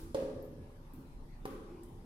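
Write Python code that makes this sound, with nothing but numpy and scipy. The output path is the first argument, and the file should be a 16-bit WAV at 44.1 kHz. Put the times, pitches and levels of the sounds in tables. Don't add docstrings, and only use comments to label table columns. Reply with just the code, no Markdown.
import sys
import numpy as np
from scipy import signal
from scipy.fft import rfft, irfft
from scipy.io import wavfile
from scipy.ndimage import uniform_filter1d

SR = 44100
rng = np.random.default_rng(int(sys.argv[2]) if len(sys.argv) > 2 else 0)


def store_wav(level_fs):
    pcm = np.round(np.clip(np.atleast_2d(level_fs), -1, 1) * 32767)
    wavfile.write(sys.argv[1], SR, pcm.T.astype(np.int16))


N = 90404
LEAD = 8820
PORT_LAG = 11
BODY_LEFT_DB = -1.5


def amp(db):
    return 10 ** (np.asarray(db) / 20)


def evened(x):
    return x / np.sqrt(np.mean(x ** 2) + 1e-20)


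def read(points, hz):
    point_hz, value = np.transpose(points)
    return np.interp(np.log(hz + 1), np.log(point_hz + 1), value)


def add(mix, start_s, sound):
    part = mix[..., LEAD + round(start_s * SR):][..., :sound.shape[-1]]
    part += sound[..., :part.shape[-1]]


def resonate(x, hz, width_hz):
    turn = np.exp(2j * np.pi * np.cumsum(hz * np.ones(len(x))) / SR)
    keep = np.exp(-np.pi * width_hz / SR)
    smooth = signal.lfilter([1 - keep], [1, -keep], x / turn)
    return 2 * (turn * smooth).real


def stereo_noise(length, size, shape):
    # pitch in Hz, likeness of the two ports (1 = identical, negative = opposed)
    likeness = [(30, .97), (60, .98), (125, .975), (250, 0.94), (550, 0.7), (700, 0.63), (1000, -0.1),
                (4000, -0.07), (14000, .0)]
    # pitch in Hz, left minus right level in dB
    balance = [(60, -1.1), (180, 0.37), (550, 1.7), (1000, 1.4), (1650, 2.4), (4970, 1.5), (15000, 0.56)]
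    hop = size // 4
    frames = 4 * length // size + 5
    hz = np.fft.rfftfreq(size, 1 / SR)[:, None]
    a, b, c, d = rng.standard_normal((frames, len(hz), 4)).T
    same = np.clip(read(likeness, hz), -1, 1)
    left = a + 1j * b
    right = same * left + np.sqrt(1 - same ** 2) * (c + 1j * d)
    tilt_db = read(balance, hz)
    spectrum = np.array([left, right]) * shape(hz, np.arange(frames) * size / 4 / SR)
    spectrum *= amp(np.array([tilt_db, -tilt_db]) / 2)
    return signal.istft(spectrum, nperseg=size, noverlap=size - hop)[1][:, :length]


def air():
    # pitch in Hz, relative level in dB per Hz
    colour = [(45, -19.5), (60, -9), (80, -5), (115, -14.5), (147, -6.5), (180, -21), (245, -10),
              (300, -25.5), (337, -15), (380, -22.5), (540, -25.5), (650, -22), (1000, -27.5), (1600, -38),
              (3200, -43.5), (5000, -45.5), (7000, -51), (11500, -47.5), (13500, -54.5), (16000, -69)]
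    level_db, patch_db = -53, 2.7
    patches = rng.standard_normal((4 * N // 2048 + 5, 1025)).T
    patches = uniform_filter1d(patches, 14, 0)
    patches = evened(uniform_filter1d(patches, 6, 1))

    def shape(hz, t):
        return amp(read(colour, hz) + patch_db * patches) * (hz > 40)

    return amp(level_db) * evened(stereo_noise(N, 2048, shape))


def rumble():
    # time in seconds, level in dB
    levels = [(0.0, -56), (0.06, -47), (0.11, -57), (0.37, -53), (0.46, -56.5), (0.98, -52), (1.06, -60.5),
              (1.13, -49.5), (1.37, -48.5), (1.87, -56.5), (2.001, -50), (2.05, -64)]
    pitch_hz, width_hz = 26, 16
    hum = rng.standard_normal((2, N + SR))
    for _ in range(3):
        hum = np.array([resonate(x, pitch_hz, width_hz) for x in hum])
    loudness = np.sqrt(uniform_filter1d(hum[0] ** 2, 6000) + 1e-12)
    difference = 0.069 * hum[1] * np.array([[1], [-1]])
    hum = (hum[0] + difference) / loudness
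    time_s, db = np.transpose(levels)
    return amp(np.interp(np.arange(N) / SR, time_s, db)) * hum[:, SR:]


def tones():
    # start in seconds, length in seconds, first pitch in Hz, last pitch in Hz,
    # width in Hz of each of two resonances, level in dB before the swell and fade
    glides = [(-.15, .33, 338, 321, 27, -54.5), (.34, 0.45, 1708, 1676, 17, -80),
              (1.647, 0.25, 358, 335, 30, -51.5), (1.65, 0.092, 789, 858, 25, -66),
              (1.67, 0.15, 2300, 2500, 600, -75.5), (1.403, 0.064, 3620, 3550, 90, -81)]
    steadiness = 0.4
    out = np.zeros(N + LEAD)
    for start_s, length_s, hz, end_hz, width_hz, db in glides:
        progress = np.arange(0, length_s, 1 / SR) / length_s
        count = len(progress)
        glide = np.interp(np.arange(SR), [SR - count, SR], [hz, end_hz])
        tone = resonate(rng.standard_normal(SR), glide, width_hz)
        tone = resonate(tone, glide, width_hz)
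        power = uniform_filter1d(tone ** 2, 800) + 1e-12
        tone = evened((tone / power ** (steadiness / 2))[-count:])
        swell = np.sin(np.pi * progress ** 0.81) ** .5
        add(out, start_s, amp(db) * tone * swell)
    return out[LEAD:]


def ring(modes, seconds):
    t = np.arange(0, seconds, 1 / SR)
    return sum(amp(db - 60 * t / t60) * np.sin(2 * np.pi * hz * t) for hz, db, t60 in modes)


def blow(modes):
    rise_s = .001
    body = -ring(modes, 0.22)
    t = np.arange(len(body)) / SR
    return body * (1 - np.exp(-t / rise_s))


def burst(fade_s, hz, width_hz):
    t = np.arange(1000) / SR
    noise = rng.standard_normal(1000) * np.exp(-t / fade_s)
    impulse = 1. * (t == 0)
    puff, click = (resonate(resonate(x, hz, width_hz), hz, width_hz) for x in (noise, impulse))
    puff = puff / abs(puff).max()
    return np.array([puff, click * np.linalg.norm(puff) / np.linalg.norm(click)])


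def walls(x):
    # delay in seconds, level in dB, share at the left port, share at the right port
    reflections = [(.0045, -5, 1, -.3), (.0068, -8, .2, 1), (.013, -12, -1, .3), (.0205, -13, .3, 1),
                   (.027, -12, 1, .4)]
    taps = np.zeros((2, 2000))
    taps[[0, 1], [PORT_LAG, 0]] = 1
    for delay_s, db, left, right in reflections:
        taps[:, round(delay_s * SR)] += amp(db) * np.array([left, right])
    return signal.fftconvolve(x[None], taps, axes=1)


def stairwell(body, click):
    # pitch in Hz, t60 in seconds
    decay = [(100, 0.67), (300, 1.49), (550, 0.96), (1000, 1.04), (2500, 0.73), (6000, 0.89), (10000, 0.77),
             (13000, 0.38)]
    # pitch in Hz, relative level in dB
    body_colour = [(100, -7), (270, 3), (600, -2), (1200, 2), (3000, 4.5), (6000, -6.5)]
    # pitch in Hz, level in dB
    click_colour = [(1200, 3), (3000, -2), (5000, -8), (8000, -19), (12000, -11), (15000, 3)]
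    # pitch in Hz, relative level in dB, t60 in seconds
    standing = [(151.6, -27, 1.2), (264.2, -2, 1.66), (342, -7, 1.7), (425.8, -0.5, 1.3), (456, -7, 0.66),
                (504, -4.5, 1.24), (540.6, -4.5, 1.28), (539.6, -3.5, 0.85), (568, -12, 1.8)]
    standing_db = -51.5
    body_build_s, click_build_s = 0.022, .003
    drive_t60 = 0.021
    t = np.arange(SR) / SR

    def tail(colour):
        noise = stereo_noise(SR, 512, lambda hz, u: amp(read(colour, hz) - 60 * u / read(decay, hz)))
        return noise / np.linalg.norm(noise[0])

    waves = amp([[standing_db + BODY_LEFT_DB], [standing_db]]) * ring(standing, 1)
    body_tail = (tail(body_colour) + waves) * (1 - np.exp(-t / body_build_s))
    click_tail = tail([(1000, 0)]) * (1 - np.exp(-t / click_build_s))
    drive = body * amp(-60 * t[:len(body)] / drive_t60)
    click_gain = amp(read(click_colour, np.fft.rfftfreq(2048, 1 / SR)))
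    click = irfft(rfft(click, 2048) * click_gain)
    body_echo = signal.fftconvolve(drive[None], body_tail, axes=1)[:, :SR]
    click_echo = signal.fftconvolve(click[None], click_tail, axes=1)[:, :SR]
    return body_echo + click_echo


def ball():
    # pitch in Hz, relative level in dB, t60 in seconds
    stair_modes = [(164, -3.5, 0.033), (318, -1, 0.062), (452, -1.5, 0.12), (536.4, 2, 0.125),
                   (560.7, -2.5, 0.17), (617, -8.5, 0.064), (858, -10, 0.077), (1078, -13.5, 0.049),
                   (1368, -16, 0.036), (1569, -15, 0.022), (1825, -16.5, 0.0068), (2340, -21, 0.016)]
    skirting_modes = [(238, -2.5, 0.013), (402, 9.5, 0.014), (770, -3.5, 0.074), (1026, -8.5, 0.06),
                      (1123, -1, 0.022), (1373, -8, 0.013), (1796, -8, 0.013), (2190, -11, 0.0065),
                      (2880, -14, .006), (3670, -26, 0.0096)]
    # start in seconds, level in dB, crack level in dB above the knock level,
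    # crack pitch in Hz, crack width in Hz (of each of two resonances), echo level in dB
    stair_knocks = [(0.1460, -26, -12, 3710, 5300, 5.5)]
    skirting_knocks = [(-.14, -34.5, 2, 4200, 4950, 0.5), (1.4535, -30, -11.5, 2450, 6700, 3)]
    # start in seconds, level in dB, pitch in Hz, width in Hz (of each of two
    # resonances), echo level in dB, level of the floor's thud in dB
    ball_ticks = [(-.06, -31.5, 10200, 4600, 5.5, -93), (0.1459, -43, 9800, 2490, 14, -91),
                  (0.425, -50, 12430, 1530, 11, -103.5), (0.9362, -48.5, 12900, 5030, 7, -39.5),
                  (1.455, -43.5, 10850, 3480, 12, -76), (1.8336, -47.5, 9900, 3700, 9.5, -45)]
    crack_fade_s, tick_fade_s = .004, .0022
    thud_hz, thud_t60 = 262, 0.057
    hits = []
    for modes, knocks in ((stair_modes, stair_knocks), (skirting_modes, skirting_knocks)):
        for start_s, db, crack_db, hz, width_hz, echo_db in knocks:
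            body = amp(db) * blow(modes)
            crack = amp(db + crack_db) * burst(crack_fade_s, hz, width_hz)
            hits.append((start_s, body, crack, echo_db))
    for start_s, db, hz, width_hz, echo_db, thud_db in ball_ticks:
        thud = blow([(thud_hz, thud_db, thud_t60)])
        tick = amp(db) * burst(tick_fade_s, hz, width_hz)
        hits.append((start_s, thud, tick, echo_db))
    out = np.zeros((2, N + LEAD))
    for start_s, body, (puff, click), echo_db in hits:
        add(out, start_s, np.array([amp(BODY_LEFT_DB) * np.roll(body, PORT_LAG), body]))
        add(out, start_s, walls(puff))
        add(out, start_s, amp(echo_db) * stairwell(body, click))
    return out[:, LEAD:]


def scene():
    return air() + rumble() + tones() + ball()


def record(dry):
    dip_hz, dip_width_hz, dip_share = 690, 190, 0.69
    edge_hz = 15900
    dipped = np.array([x - dip_share * resonate(x, dip_hz, dip_width_hz) for x in dry])
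    low_pass = signal.firwin(511, edge_hz, window=("kaiser", 9), fs=SR)
    return signal.oaconvolve(dipped, low_pass[None], "same")


dry = scene()
out = record(dry)
store_wav(out)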